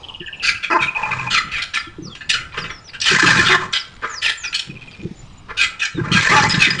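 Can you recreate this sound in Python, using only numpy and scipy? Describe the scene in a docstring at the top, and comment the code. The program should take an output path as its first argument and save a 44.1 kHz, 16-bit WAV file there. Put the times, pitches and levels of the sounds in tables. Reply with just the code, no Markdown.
"""A leopard harries two porcupines on a bush road: noise and ringing mouth air make its spits and hisses,
flapping noise its rasps, voice harmonics its snarls, pulses its growls and plain waves its deep hums.
Hollow quills ring when struck, over thuds made of two low waves. Gliding sine notes make the bird whistles
and twitter; narrow noise makes far calls. Filtered noise is the breeze, and clicks the dry grass.
The bushes echo, and the cabin of a stopped car colours all but the low sounds and the open air."""
import sys
import numpy as np
from scipy import signal
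from scipy.fft import rfft, irfft
from scipy.io import wavfile
from scipy.ndimage import uniform_filter1d

SR = 44100
rng = np.random.default_rng(int(sys.argv[2]) if len(sys.argv) > 2 else 0)


def wrap_up_sound(samples):
    """Save the sound to the file named by the first command line argument, as 16-bit audio."""
    columns = np.atleast_2d(samples).T
    # keep every value between -1 and 1, then stretch to whole-number steps
    tamed = np.clip(columns, -1, 1)
    steps = np.round(tamed * 32767).astype(np.int16)
    wavfile.write(sys.argv[1], SR, steps)


N = 299880  # length in samples, 6.8 s
TIME = np.arange(N) / SR  # seconds
BINS = np.fft.rfftfreq(8192, 1 / SR)  # frequencies in Hz at which filters are drawn

# Levels in the tables are those before the final mix. Brightness: above 0 is brighter, below 0 duller.

# Light breeze colour. Each row: frequency in Hz, gain in dB.
BREEZE_COLOUR = [(20, 1), (45, -1), (110, 0), (250, -10.5), (600, -16), (950, -14.5), (1700, -22),
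                 (3200, -22.5), (5000, -27), (6500, -34.5), (8500, -36.5), (10500, -49.5)]
# How long the bush echo lasts. Each row: frequency in Hz, time to fall by 60 dB in seconds.
ECHO_T60 = [(150, 0.087), (700, 0.62), (1800, 0.43), (4000, 0.28), (9000, 0.34)]
# What the bushes send back. Each row: frequency in Hz, gain in dB.
ECHO_COLOUR = [(150, 3.5), (900, -5.5), (1300, 3), (2100, -2.5), (2700, 0), (4500, -0.5), (9000, 1.5)]
# Peaks and notches of the car's cabin. Each row: frequency in Hz, gain in dB.
CABIN_PEAKS = [(345, 2), (500, -4), (635, 4), (755, -10), (850, 5), (1042, 5), (1125, -5), (1445, -3),
               (1500, 3), (1640, 3), (1740, 2), (1900, -3), (2045, 4), (2230, -3), (2342, 3), (3025, 3)]
# Reflections off the window frame and panels. Each row: delay in seconds, gain (1 is the direct sound).
PANELS = [(0, 1), (.001202, .16), (.001633, .2), (.002063, .12), (.002426, .12), (.005351, -.13),
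          (.010272, .1)]

# Faint hoarse calls from the bush. Each row: start in seconds, length in seconds, level in dB, pitch in Hz.
FAR_CALLS = [(0.075, 0.062, -44, 1013), (0.209, 0.037, -38.5, 1770), (0.271, 0.026, -33.5, 1726),
             (2.059, .06, -43.5, 1228), (4.782, 0.15, -51.5, 3190)]
# Falling bird whistles. Each row: start in seconds, length in seconds, level at the end in dB,
# pitch at the start in Hz, pitch at the end in Hz.
WHISTLES = [(1.767, 0.047, -35.5, 5450, 4600), (1.822, 0.065, -39.5, 3560, 3180),
            (2.018, 0.075, -35, 6270, 4380), (2.096, 0.049, -37.5, 3550, 3205),
            (2.578, 0.06, -34, 5730, 4650), (2.701, 0.1, -40.5, 5700, 5090),
            (2.839, 0.072, -37, 6100, 4380), (3.783, 0.046, -25.5, 5630, 4500),
            (4.08, 0.13, -25.5, 7200, 4470), (4.368, 0.14, -26, 7300, 4540),
            (4.909, 0.041, -47.5, 4900, 4400), (5.924, 0.068, -40.5, 4020, 3540)]
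# Runs of twitter. Each row: start in seconds, end in seconds, first gap from note to note in seconds,
# longest gap in seconds.
TWITTER_RUNS = [(.033, 1.3, .052, .0795), (4.697, 5.02, .056, .061)]
# Course of the twitter. Each row: time in seconds, pitch at the bottom of a note in Hz, level in dB.
TWITTER_COURSE = [(.03, 2937, -32.5), (.33, 2642, -28), (0.701, 2480, -24.5), (0.999, 2406, -22.5),
                  (1.27, 2347, -28), (4.7, 2450, -39), (5.0, 2384, -42)]

# Dull thuds of the scuffle. Each row: start in seconds, peak of the low wave's envelope in dB,
# peak of the upper wave's envelope in dB.
THUDS = [(.204, -28.5, -29), (1.868, -42, -32.5), (1.983, -30, -25), (2.02, -26, -31), (3.112, -20.5, -17),
         (3.227, -35, -13.5), (3.266, -43, -21), (3.384, -17, -17), (4.693, -22, -35.5),
         (5.027, -32, -28.5), (5.05, -15.5, -24.5), (5.109, -23, -40.5), (5.95, -22, -47),
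         (5.978, -20, -14.5), (6.011, -12.5, -32), (6.114, -9, -24.5), (6.148, -6.5, -29),
         (6.539, -13, -23.5), (6.577, -10, -38), (6.667, -28, -23.5)]
# The two waves of a thud. Each row: middle pitch in Hz, time to the envelope's peak in seconds.
THUD_MODES = [(158, 0.0048), (332, 0.0087)]
# Clatters of the quills. Each row: start in seconds, length in seconds, level in dB, middle pitch in Hz.
QUILLS = [(0.439, 0.055, -23.5, 4400), (1.439, 0.066, -34.5, 2340), (1.738, 0.01, -23, 5870),
          (2.325, 0.016, -23, 5200), (2.518, 0.039, -34.5, 2780), (2.875, 0.019, -36.5, 2780),
          (3, 0.023, -19, 4780), (3.069, 0.059, -18.5, 4813), (3.233, 0.031, -24.5, 4900),
          (3.266, 0.064, -20.5, 4300), (3.334, 0.024, -26, 5160), (3.364, 0.088, -24.5, 4310),
          (3.725, 0.011, -24.5, 5750), (4.232, 0.046, -28, 4460), (5.814, 0.04, -27.5, 5630),
          (6.269, 0.034, -23, 5490), (6.351, 0.098, -23.5, 4920), (6.488, 0.01, -17, 6600),
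          (6.529, 0.024, -20.5, 3780), (6.606, 0.052, -25.5, 5370)]
# Single hard clacks of quill on quill. Each row: start in seconds, level in dB.
CLACKS = [(0.466, -15), (1.343, -9), (3.041, -14), (3.147, -16), (3.161, -11), (3.194, -17), (3.303, -13),
          (3.458, -14), (5.851, -13), (6.209, -10.5), (6.356, -17), (4.593, -21)]
# Bright quill clacks near 5 kHz. Each row: start in seconds, length in seconds, level in dB, pitch in Hz.
BRIGHT_CLACKS = [(6.492, 0.035, -16, 5110), (6.702, 0.0053, -12, 4955)]
# Colour of the quills. Each row: frequency in Hz, gain in dB.
QUILL_COLOUR = [(800, -17), (1500, -0.5), (4500, -1), (7200, -5), (9000, -5), (10500, -29.5)]

# Deep hums. Each row: start in seconds, length in seconds, level in dB, middle pitch in Hz.
MOANS = [(1.112, 0.22, -32, 125.4), (3.291, 0.16, -33, 114.4)]
# Low growls. Each row: start in seconds, length in seconds, level in dB.
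GROWLS = [(.8, 0.053, -30), (1.02, 0.46, -38.5), (2.04, 0.051, -32), (2.57, 0.11, -35.5), (3.1, 0.063, -24),
          (3.225, 0.22, -20.5), (3.47, 0.2, -32.5), (4.67, 0.099, -37), (4.99, 0.094, -35.5),
          (5.945, 0.15, -25.5), (6.115, 0.09, -21.5), (6.29, .2, -22), (6.53, 0.084, -24),
          (6.67, 0.12, -27)]
# Colour of the growls. Each row: frequency in Hz, gain in dB.
GROWL_COLOUR = [(40, -35), (75, -8.5), (115, 3), (180, 4.5), (260, -8.5), (380, -8.5), (520, -14.5),
                (1000, -68)]
# Short gruff huffs. Each row: start in seconds, length in seconds, level in dB.
HUFFS = [(2.567, 0.017, -17), (2.633, 0.011, -19), (2.695, 0.014, -24), (4.017, 0.034, -18),
         (5.482, 0.028, -24)]
# Colour of the huffs. Each row: frequency in Hz, gain in dB.
HUFF_COLOUR = [(50, -26.5), (200, -15.5), (500, -6), (750, -26), (1150, -1.5), (1850, -8), (2400, -17),
               (4000, -27), (10000, -59)]
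# Unvoiced rasps. Each row: start in seconds, length in seconds, level in dB, brightness,
# middle of the throat resonance at the start in Hz, and at the end in Hz.
RASPS = [(0.798, 0.04, -29.5, -0.5, 1143, 1017), (0.943, 0.2, -27, -6.5, 967, 1097),
         (1.108, 0.17, -29.5, -2.5, 1152, 1039), (2.532, .05, -34.5, -7, 1201, 1121),
         (2.577, 0.1, -40.5, 6, 1150, 1305), (3.053, 0.047, -18.5, 10, 1770, 1580),
         (3.109, 0.027, -16, 9, 1600, 1795), (3.139, 0.027, -14.5, 5.5, 1500, 1703),
         (3.183, .022, -14, 13, 1072, 1525), (3.217, 0.034, -14, 6, 1660, 1350),
         (3.265, .062, -14, 1, 1880, 1540), (3.325, 0.12, -15, 2.5, 1650, 1457),
         (3.447, .11, -20, 3, 1486, 1447), (3.601, .055, -25, -3.5, 1052, 1001),
         (4.044, .11, -34.5, -1.5, 1850, 1980), (5.973, 0.041, -31, -8, 1367, 1390),
         (6.028, .09, -29, -8, 1330, 1368), (6.031, 0.089, -38, -5, 1930, 2030),
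         (6.143, 0.062, -18, 4.5, 1433, 1913), (6.215, 0.039, -18, 7, 1900, 2014),
         (6.259, 0.013, -13, 1, 2080, 1985), (6.283, 0.071, -15, 0, 1850, 2066),
         (6.405, 0.066, -19, 0.5, 1485, 1970), (6.505, 0.089, -23.5, 1.5, 1900, 1507),
         (6.665, .1, -27, 4, 1900, 1788)]
# Colour of the rasps. Each row: frequency in Hz, gain in dB.
RASP_COLOUR = [(120, -11), (350, -18.5), (520, -4), (750, -13.5), (1000, 3.5), (1450, 0), (2100, 0.5),
               (3000, -8.5), (5000, -12), (7500, -16), (10500, -44.5)]
# Voiced snarls. Each row: start in seconds, length in seconds, level at the crest in dB, start and end in Hz
# of the pitch line that the voice touches only at its crest, brightness,
# throat resonance at the start in Hz, and at the end in Hz, roughness at the crest from 0 to 1.
SNARLS = [(0.699, .045, -13.5, 344.8, 329.3, 3.5, 1380, 1260, 0.3),
          (0.737, 0.042, -10.5, 344.6, 336, 0, 1050, 1000, 0.1),
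          (3.487, 0.081, -14, 381, 372.3, -3, 2100, 1140, 0),
          (6.31, 0.05, -11.5, 425, 413, 1.5, 1400, 1060, .15),
          (6.352, .062, -12.5, 301, 279.6, 7.5, 1060, 826, 0.14),
          (6.427, 0.043, -18.5, 285.8, 304, -10, 900, 910, 0.37)]
# Colour of the voice. Each row: frequency in Hz, gain in dB.
VOICE_COLOUR = [(100, -50), (270, -3.5), (350, 3.5), (480, -8.5), (650, -8.5), (1050, 1), (1650, -4.5),
                (2200, -9.5), (3000, -51), (5000, -21.5), (10000, -47.5)]
# Hisses and spits. Each row: start in seconds, length in seconds, level halfway in dB,
# mouth resonance at the start in Hz, and at the end in Hz, brightness halfway, swell from start to end in dB.
HISSES = [(0.422, 0.072, -14, 2805, 2240, 4.5, 8), (0.626, 0.029, -17.5, 2650, 2360, -4.5, -3.5),
          (0.809, 0.03, -16, 2420, 2272, 2, 3.5), (1.113, 0.0069, -17.5, 2556, 2333, -8, 1.5),
          (1.299, 0.041, -15, 3050, 2830, 2.5, 9), (1.334, 0.056, -12.5, 2620, 2000, -1.5, 0),
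          (1.51, 0.062, -21, 2735, 2300, -2, 4.5), (1.576, 0.019, -14.5, 2316, 2105, -3.5, -3),
          (1.618, 0.014, -18, 3340, 3010, 4, -4), (1.734, 0.045, -17.5, 2800, 2090, -4, -0.5),
          (2.15, 0.0055, -25.5, 2820, 2770, -4, -5), (2.207, 0.007, -24, 2750, 2680, -9, 1),
          (2.291, 0.014, -12, 2770, 2760, 8, 3), (2.328, 0.032, -13.5, 3100, 2743, -2.5, -6),
          (2.377, 0.069, -31, 2150, 2100, -15, -18), (2.569, 0.02, -22.5, 2800, 2730, -7, 0),
          (2.637, 0.015, -20.5, 2864, 2690, -10, -2), (2.692, 0.013, -26, 2410, 2070, -5.5, 5.5),
          (2.932, 0.013, -25, 2800, 2758, -5.5, 0), (3.007, 0.058, -21, 2810, 2660, 2, 9),
          (3.053, 0.056, -13, 3150, 2536, 2, 0.5), (3.256, 0.037, -12, 2650, 2640, 1, -11),
          (3.367, 0.036, -15.5, 2530, 2480, 8, -14), (3.45, 0.047, -13, 3300, 2520, -1, 2),
          (3.5, 0.05, -10, 2200, 1800, -5, -6), (3.726, 0.042, -13.5, 3540, 3160, -1, 1),
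          (4.215, 0.085, -14.5, 3196, 1842, -3, 5), (4.434, 0.018, -18, 2660, 2500, -2, -1),
          (4.527, 0.0076, -20, 2770, 2450, -3, -10), (4.54, 0.031, -16.5, 3200, 2700, 12, -8.5),
          (4.592, 0.012, -16, 3350, 3140, 17, -19), (5.567, 0.052, -14.5, 2600, 2350, 2, 0.5),
          (5.608, 0.033, -12.5, 2615, 2195, 1.5, 3.5), (5.791, 0.022, -21, 2787, 2640, 1, 6),
          (5.814, 0.051, -17.5, 2640, 2290, -2.5, -6.5), (6.114, 0.062, -12, 3042, 2265, -1, -1.5),
          (6.304, 0.041, -18.5, 2555, 2840, 6, -1), (6.354, 0.042, -14, 2640, 2350, 2, -5),
          (6.585, 0.023, -15, 2767, 2580, -2, 9), (6.611, 0.062, -11.5, 2572, 1985, -3.5, -2.5),
          (6.779, 0.034, -19, 3090, 2850, -2, 5)]
# Colour of the hissing spray. Each row: frequency in Hz, gain in dB.
HISS_COLOUR = [(300, -14.5), (900, -21.5), (1100, -12.5), (1350, 3), (2500, 1), (3600, 3), (5200, -7),
               (7500, -16), (9000, -21.5), (10500, -35.5)]


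def amp(db):
    """Decibels to gain."""
    return 10 ** (np.asarray(db) / 20)


def unit(x):
    """Scales to an average strength (rms) of 1."""
    return x / np.sqrt(np.mean(x ** 2) + 1e-20)


def read(points):
    """Reads a frequency table at every filter bin, joining its points on a log-frequency axis."""
    hz, value = np.transpose(points)
    return np.interp(np.log(BINS + 1), np.log(hz + 1), value)


def add(mix, s, sound):
    """Mixes a sound in at time s."""
    part = mix[max(round(s * SR), 0):][:len(sound)]
    part += sound[:len(part)]


def colour(x, db):
    """Filters by a gain in dB at each bin, without sounding ahead of time (minimum phase)."""
    log_gain = np.log(amp(np.r_[db, db[-2:0:-1]]))
    taps = np.fft.ifft(np.exp(np.conj(signal.hilbert(log_gain)))).real[:len(db)]
    return signal.fftconvolve(x, taps)[:len(x)]


def noise(size, points):
    """White noise coloured by a frequency table."""
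    return colour(rng.standard_normal(size), read(points))


def wander(size, hz):
    """Smooth random curve of rms about 1; its movement fades out above about hz."""
    f = np.fft.rfftfreq(size + SR, 1 / SR)
    smooth = irfft(rfft(rng.standard_normal(size + SR)) * np.exp(-(f / hz) ** 2))
    return unit(smooth)[:size]


def cycles(hz):
    """Running count of cycles along a pitch curve."""
    return np.cumsum(hz) / SR


def tilt(x, brightness, pivot_hz=1300):
    """Raises or lowers the treble; the split lies near 1.4 times the pivot, the lift is 1.4 dB per step."""
    lowpass = signal.butter(2, pivot_hz * np.sqrt(2), fs=SR, output="sos")
    low = signal.sosfiltfilt(lowpass, x)
    return low + (x - low) * amp(brightness * np.sqrt(2))


def burst(length, attack_s=0.005, release_s=0.0048):
    """Time axis and envelope of a push of air that rises, is held, then dies."""
    t = np.arange(0, length + 6 * release_s, 1 / SR)
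    return t, np.minimum(t / attack_s, 1) * np.exp(-np.maximum(t - length, 0) / release_s)


def bouts(rows, arch_db, attack_s, release_s):
    """Gain curve of several bouts, each bent by arch_db in its middle; overlaps add as energy."""
    energy = np.zeros(N)
    for s, length, db in rows:
        t, shape = burst(length, attack_s, release_s)
        arch = np.sin(np.pi * np.minimum(t / length, 1))
        add(energy, s, (shape * amp(db + arch_db * arch)) ** 2)
    return np.sqrt(energy)


def resonance(hz, width_hz):
    """Narrow ringing noise, as from air in a resonance, that follows the curve hz."""
    turn = 2 * np.pi * cycles(hz)
    return unit(wander(len(hz), width_hz) * np.cos(turn) + wander(len(hz), width_hz) * np.sin(turn))


def ticks(size, per_second, spread_db):
    """Random clicks of either sign, a few of them stronger than the rest."""
    strength = amp(spread_db * np.minimum(rng.exponential(1, size), 3)) * rng.choice([-1., 1.], size)
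    return strength * (rng.random(size) < per_second / SR)


def ripple(size, depth_db, width):
    """Random peaks and dips about width bins wide, in dB."""
    bumps = np.convolve(rng.standard_normal(size), np.hanning(max(round(width), 3)), "same")
    return depth_db * unit(bumps)


def note(hz, rough, scatter, taper):
    """A near-sine note along a pitch curve; roughness shakes pitch and level."""
    turns = cycles(hz * (1 + scatter * rough * wander(len(hz), 390)))
    wave = np.sin(2 * np.pi * turns) * (1 + rough * wander(len(hz), 250))
    return unit(wave) * signal.windows.tukey(len(hz), taper)


def open_air(air_db=-43.0, band_db=-62, band_hz=7000, rustle_db=-57):
    """Patchy noise as a breeze, clicks as dry grass and a faint fitful narrow band at 7 kHz."""
    z = signal.stft(noise(N, BREEZE_COLOUR), nperseg=1024)[2]
    patches = uniform_filter1d(rng.standard_normal(z.shape), size=8, axis=0)  # smooth across pitch
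    patches = unit(uniform_filter1d(patches, size=16, axis=1))  # and along time
    breeze = signal.istft(z * amp(2.8 * patches), nperseg=1024)[1][:N] * amp(1.5 * wander(N, 4))
    band = wander(N, 110) * np.sin(2 * np.pi * band_hz * TIME) * np.maximum(wander(N, 18), 0)
    crackle = ticks(N, per_second=160, spread_db=3.5) * np.maximum(wander(N, 2), 0)
    rustle = colour(crackle, read(HISS_COLOUR))
    return amp(air_db) * unit(breeze) + amp(rustle_db) * unit(rustle) + amp(band_db) * unit(band)


def bush_echo(x, gap_s=.012, count=3):
    """Sparse returns from the bushes, each band dying at its own speed; three sets of paths take turns."""
    out = np.zeros(N)
    for path in range(count):
        taps = (rng.random(SR) < 2500 / SR) * rng.choice([-1., 1.], SR) * (TIME[:SR] > gap_s)
        hz, t, z = signal.stft(taps, SR, nperseg=256)
        t60 = np.interp(hz, BINS, read(ECHO_T60))[:, None]
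        tail = signal.istft(z * amp(-60 * t / t60), SR, nperseg=256)[1]
        # the feed to each set goes round once a second, so the echo's colour keeps changing
        share = np.sqrt(2 / count) * np.cos(np.pi * (2 * TIME + path / count))
        out += signal.fftconvolve(x * share, tail / np.linalg.norm(tail))[:N]
    return out


def cabin(x, ring_db=-9, t60=0.023):
    """A few hard reflections close by, and the brief ring of the cabin as dense, dying echoes."""
    t = TIME[:SR // 6]
    taps = (rng.random(len(t)) < 1500 / SR) * rng.choice([-1., 1.], len(t))
    taps = taps * (t > .004) * amp(-60 * t / t60)
    taps *= amp(ring_db) / np.linalg.norm(taps)
    for delay, gain in PANELS:
        taps[round(delay * SR)] += gain
    return signal.fftconvolve(x, taps / np.linalg.norm(taps))[:N]


def far_calls(width_hz=150):
    """Short hoarse notes, each a narrow band of ringing noise."""
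    out = np.zeros(N)
    for s, length, db, hz in FAR_CALLS:
        t, shape = burst(length)
        add(out, s, amp(db) * shape * resonance(np.full(len(t), hz), width_hz))
    return out


def whistles(bend=1.9, rough=0.17, swell_db_per_oct=17, flicker_db=2.5):
    """Thin bird notes tip over and slide down, growing louder and flickering as they fall."""
    out = np.zeros(N)
    for s, length, db, start_hz, end_hz in WHISTLES:
        fall = np.sin(np.pi / 2 * np.linspace(0, 1, round(length * SR)) ** bend)
        hz = start_hz + (end_hz - start_hz) * fall
        level = amp(db - swell_db_per_oct * np.log2(hz / end_hz))
        add(out, s, level * note(hz, rough, scatter=0.065, taper=0.28))
    return out * unit(amp(flicker_db * wander(N, 45)))


def twitter(blur_width_hz=450, blur_release_s=.006, blur_gain=1.1):
    """Runs of dipping notes that slow to a steady pace, clear and sink; rough ones trail a hoarse blur."""
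    note_share, turn_s, dip = 0.36, 0.0154, 0.157  # share of the gap filled, time of the bottom, bend
    first_rough, clearing_per_s, slowing = 0.45, 6.6, 1.062  # notes clear as the gaps widen
    out = np.zeros(N)
    times, pitches, levels = np.transpose(TWITTER_COURSE)
    for s, end, first, longest in TWITTER_RUNS:
        gap = first
        while s < end:
            length = note_share * gap
            level = amp(np.interp(s, times, levels))
            t = np.arange(0, length, 1 / SR)
            hz = np.interp(s, times, pitches) * (1 + dip * (t / turn_s - 1) ** 2)
            rough = max(first_rough - clearing_per_s * (gap - first), 0)
            add(out, s, level * note(hz, rough, scatter=.06, taper=0.1))
            t, shape = burst(length, length, blur_release_s)
            blur = resonance(np.full(len(t), hz.mean()), blur_width_hz)
            add(out, s, level * blur_gain * rough * shape * blur)
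            s, gap = s + gap, min(gap * slowing, longest)
    return out


def thuds(waver=0.088):
    """Dull blows: two low, wavering waves swell and die within a few cycles."""
    out, t = np.zeros(N), np.arange(SR // 8) / SR
    for s, *peaks_db in THUDS:
        for db, (hz, rise_s) in zip(peaks_db, THUD_MODES):
            swell = t / rise_s * np.exp(1 - t / rise_s)
            wave = np.sin(2 * np.pi * cycles(hz * (1 + waver * wander(len(t), 78))))
            add(out, s, amp(db) * swell * wave)
    return out


def quills(level_db=-1, per_second=340, spread_db=2.0, scatter_oct=.3, release_s=.013, ring_t60=.022):
    """Clatters of hollow quills: each knock rings briefly at two pitches scattered about the clatter's own."""
    out, ring_t = np.zeros(N), TIME[:SR // 30]
    for s, length, db, centre_hz in QUILLS:
        t, shape = burst(length, attack_s=0.18 * length, release_s=release_s)
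        knocks, clatter = ticks(len(t), per_second, spread_db), np.zeros(len(t))
        for at in np.flatnonzero(knocks):
            hz = centre_hz * 2 ** (scatter_oct * rng.standard_normal((2, 1)))
            ring = np.sin(2 * np.pi * hz * ring_t).sum(0) * amp(-60 * ring_t / ring_t60)
            add(clatter, at / SR, knocks[at] * ring)
        add(out, s, amp(db) * shape * unit(clatter))
    return amp(level_db) * colour(out, read(QUILL_COLOUR))


def clacks(centre_hz=4000, scatter_oct=.55, t60=0.043, attack_s=0.0018):
    """Bunches of 16 quills strike at once, each quill ringing at its own pitch."""
    out, t = np.zeros(N), TIME[:SR // 20]
    for s, db in CLACKS:
        hz = centre_hz * 2 ** (scatter_oct * rng.standard_normal((16, 1)))
        rings = unit(np.sin(2 * np.pi * (hz * t + rng.random(hz.shape))).sum(0))
        add(out, s, rings * np.minimum(t / attack_s, 1) * amp(db - 60 * t / t60))
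    return colour(out, read(QUILL_COLOUR))


def bright_clacks(width_hz=170, puff_db=-4):
    """Bright quill clacks near 5 kHz: narrow ringing noise in a puff of hiss."""
    out = np.zeros(N)
    for s, length, db, hz in BRIGHT_CLACKS:
        t, shape = burst(length)
        ring = resonance(np.full(len(t), hz), width_hz)
        puff = amp(puff_db) * unit(noise(len(t), HISS_COLOUR))
        add(out, s, amp(db) * shape * (ring + puff))
    return out


def moans():
    """Deep, slightly rough hums on a nearly level pitch."""
    out = np.zeros(N)
    for s, length, db, hz in MOANS:
        pitch = np.full(round(length * SR), hz)
        add(out, s, amp(db) * note(pitch, rough=.22, scatter=0.29, taper=0.51))
    return out


def growl(level_db=-1, pulse_hz=42, uneven_db=2, air=1.0):
    """Slow uneven pulses, mixed with breath noise, boom in the chest."""
    pulse_count = np.floor(cycles(pulse_hz * np.exp(.3 * wander(N, 41.15))))
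    pulses = np.diff(pulse_count, prepend=0) * amp(uneven_db * wander(N, 60))
    drive = unit(pulses) + air * rng.standard_normal(N)
    gain = bouts(GROWLS, arch_db=-1.0, attack_s=0.0054, release_s=0.03)
    return amp(level_db) * gain * unit(colour(drive, read(GROWL_COLOUR)))


def huffs(attack_s=0.03, release_s=0.0097):
    """Short pushes of air through the open throat."""
    out = np.zeros(N)
    for s, length, db in HUFFS:
        t, shape = burst(length, attack_s, release_s)
        add(out, s, amp(db) * shape * unit(noise(len(t), HUFF_COLOUR)))
    return out


def rasp(flap_hz=44, flap_db=3.2, lump_db=0.5, throat_width_hz=150, throat_db=1.2, restless=0.0896):
    """Surges of throaty hiss chopped by uneven flaps; each swells in with a gliding, restless resonance."""
    out = np.zeros(N)
    for s, length, db, brightness, start_hz, end_hz in RASPS:
        t, shape = burst(length, attack_s=0.15 * length, release_s=.009)
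        hz = np.interp(t, [0, length], [start_hz, end_hz]) * (1 + restless * wander(len(t), 39.2))
        air = unit(tilt(noise(len(t), RASP_COLOUR), brightness))
        throat = amp(throat_db) * resonance(hz, throat_width_hz)
        add(out, s, amp(db) * shape * unit(air + throat))
    flaps = np.cos(2 * np.pi * cycles(flap_hz * (1 + 0.341 * wander(N, 52.5))))
    return out * unit(amp(flap_db * flaps + lump_db * wander(N, 31)))


def snarls(flap_hz=105, crest_skew=0.838, throat_db=8, throat_width_hz=220):
    """Unsteady vocal folds and puffs of air throb with slack tissue and sound through a gliding throat."""
    arch_db, arch_pitch = 1.5, 0.0845  # level and pitch arch together
    rough_ends, jitter, throb, lump_db = .38, .036, .22, 1.5
    out = np.zeros(N)
    for s, length, top_db, start_hz, end_hz, brightness, throat_start, throat_end, rough_top in SNARLS:
        t = np.arange(0, length, 1 / SR)
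        slack = 1 - np.sin(np.pi * (t / length) ** crest_skew)  # 0 at the crest, 1 at the ends
        db = top_db - arch_db * slack
        hz = np.linspace(start_hz, end_hz, len(t)) * (1 - arch_pitch * slack)
        rough = rough_top + (rough_ends - rough_top) * slack  # the voice is clearest at its crest
        turns = cycles(hz * (1 + jitter * wander(len(t), 160)))
        k = np.arange(1, 16)[:, None]  # harmonic numbers
        throat_hz = np.linspace(throat_start, throat_end, len(t))
        lift = amp(throat_db * np.exp(-((k * hz - throat_hz) / throat_width_hz) ** 2))
        # random phases: slack folds smear each pulse
        folds = (lift * np.cos(2 * np.pi * (k * turns + rng.random(k.shape)))).sum(0)
        puffs = (0.87 + np.exp(-(turns % 1) / 1.2)) * rng.standard_normal(len(t))
        drive = np.sqrt(1 - rough) * unit(folds) + 2 * np.sqrt(rough) * unit(puffs)
        drive *= 1 + throb * np.sin(2 * np.pi * flap_hz * t)
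        voice = unit(tilt(colour(drive, read(VOICE_COLOUR)), brightness))
        level = amp(db + lump_db * wander(len(t), 80))
        add(out, s, level * voice * signal.windows.tukey(len(t), .3))
    return out


def hisses(width_hz=190, release_s=0.017, crackle=0.89, crackle_per_s=700, flutter_db=1.8):
    """Air and crackling spittle rush past the teeth; the mouth rings, and the spray dulls as the jaw closes."""
    whistle_share, whistle_hz, share_per_oct = 0.37, 3030, 0.48  # a narrower, lower mouth whistles more
    spray_follows = 0.046  # how far the spray's colour follows the mouth resonance
    jaw_dulling = 2.5  # brightness lost from start to end
    out = np.zeros(N)
    for s, length, db, start_hz, end_hz, brightness, swell_db in HISSES:
        t, shape = burst(length, attack_s=min(.012, length / 2), release_s=release_s)
        progress = np.minimum(t / length, 1)
        share = np.clip(whistle_share - share_per_oct * np.log2(start_hz / whistle_hz), .1, .7)
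        mouth = resonance(start_hz + (end_hz - start_hz) * progress ** 1.5, width_hz)
        # random peaks and dips give each hiss a slightly tonal grain
        grain_db = ripple(len(BINS), depth_db=4.2, width=70)
        spray_db = read(np.array(HISS_COLOUR) * [(start_hz / whistle_hz) ** spray_follows, 1])
        spittle = crackle * unit(ticks(len(t), crackle_per_s, spread_db=3))
        spray = colour(rng.standard_normal(len(t)) + spittle, spray_db + grain_db)
        spray = unit(tilt(spray, brightness + jaw_dulling * (.5 - progress), pivot_hz=1890))
        air = np.sqrt(share) * mouth + np.sqrt(1 - share) * spray
        add(out, s, air * shape * amp(db + swell_db * (progress - .5)))
    return out * unit(amp(flutter_db * wander(N, 88)))


def scene(peak_width_hz=34):
    """The fight, the birds, their echoes and the open air."""
    cabin_db = sum(db * np.exp(-((BINS - hz) / peak_width_hz) ** 2) for hz, db in CABIN_PEAKS)
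    close = amp(-2.5) * hisses() + amp(-2.5) * bright_clacks() + amp(-1.0) * snarls() + rasp() + huffs()
    fight = colour(close, cabin_db) + quills() + clacks()
    low = growl() + thuds() + moans()
    calls, slurs = twitter() + far_calls(), whistles()
    to_bushes = amp(-10) * colour(fight, read(ECHO_COLOUR)) + amp(-17.5) * low
    to_bushes += amp(-10.5) * calls + amp(-11.5) * slurs
    inside = cabin(fight + calls + slurs + bush_echo(to_bushes))
    return (inside + low + open_air())[None]


def record(dry):
    """Soft overload on the loudest peaks, then a steep cut of the treble."""
    limited = dry / (1 + (dry / .92) ** 4) ** (1 / 4)
    lowpass = signal.firwin(401, 10650, window=("kaiser", 9), fs=SR)  # edge in Hz
    return signal.oaconvolve(limited, lowpass[None], "same")


dry = scene()
out = record(dry)
wrap_up_sound(out)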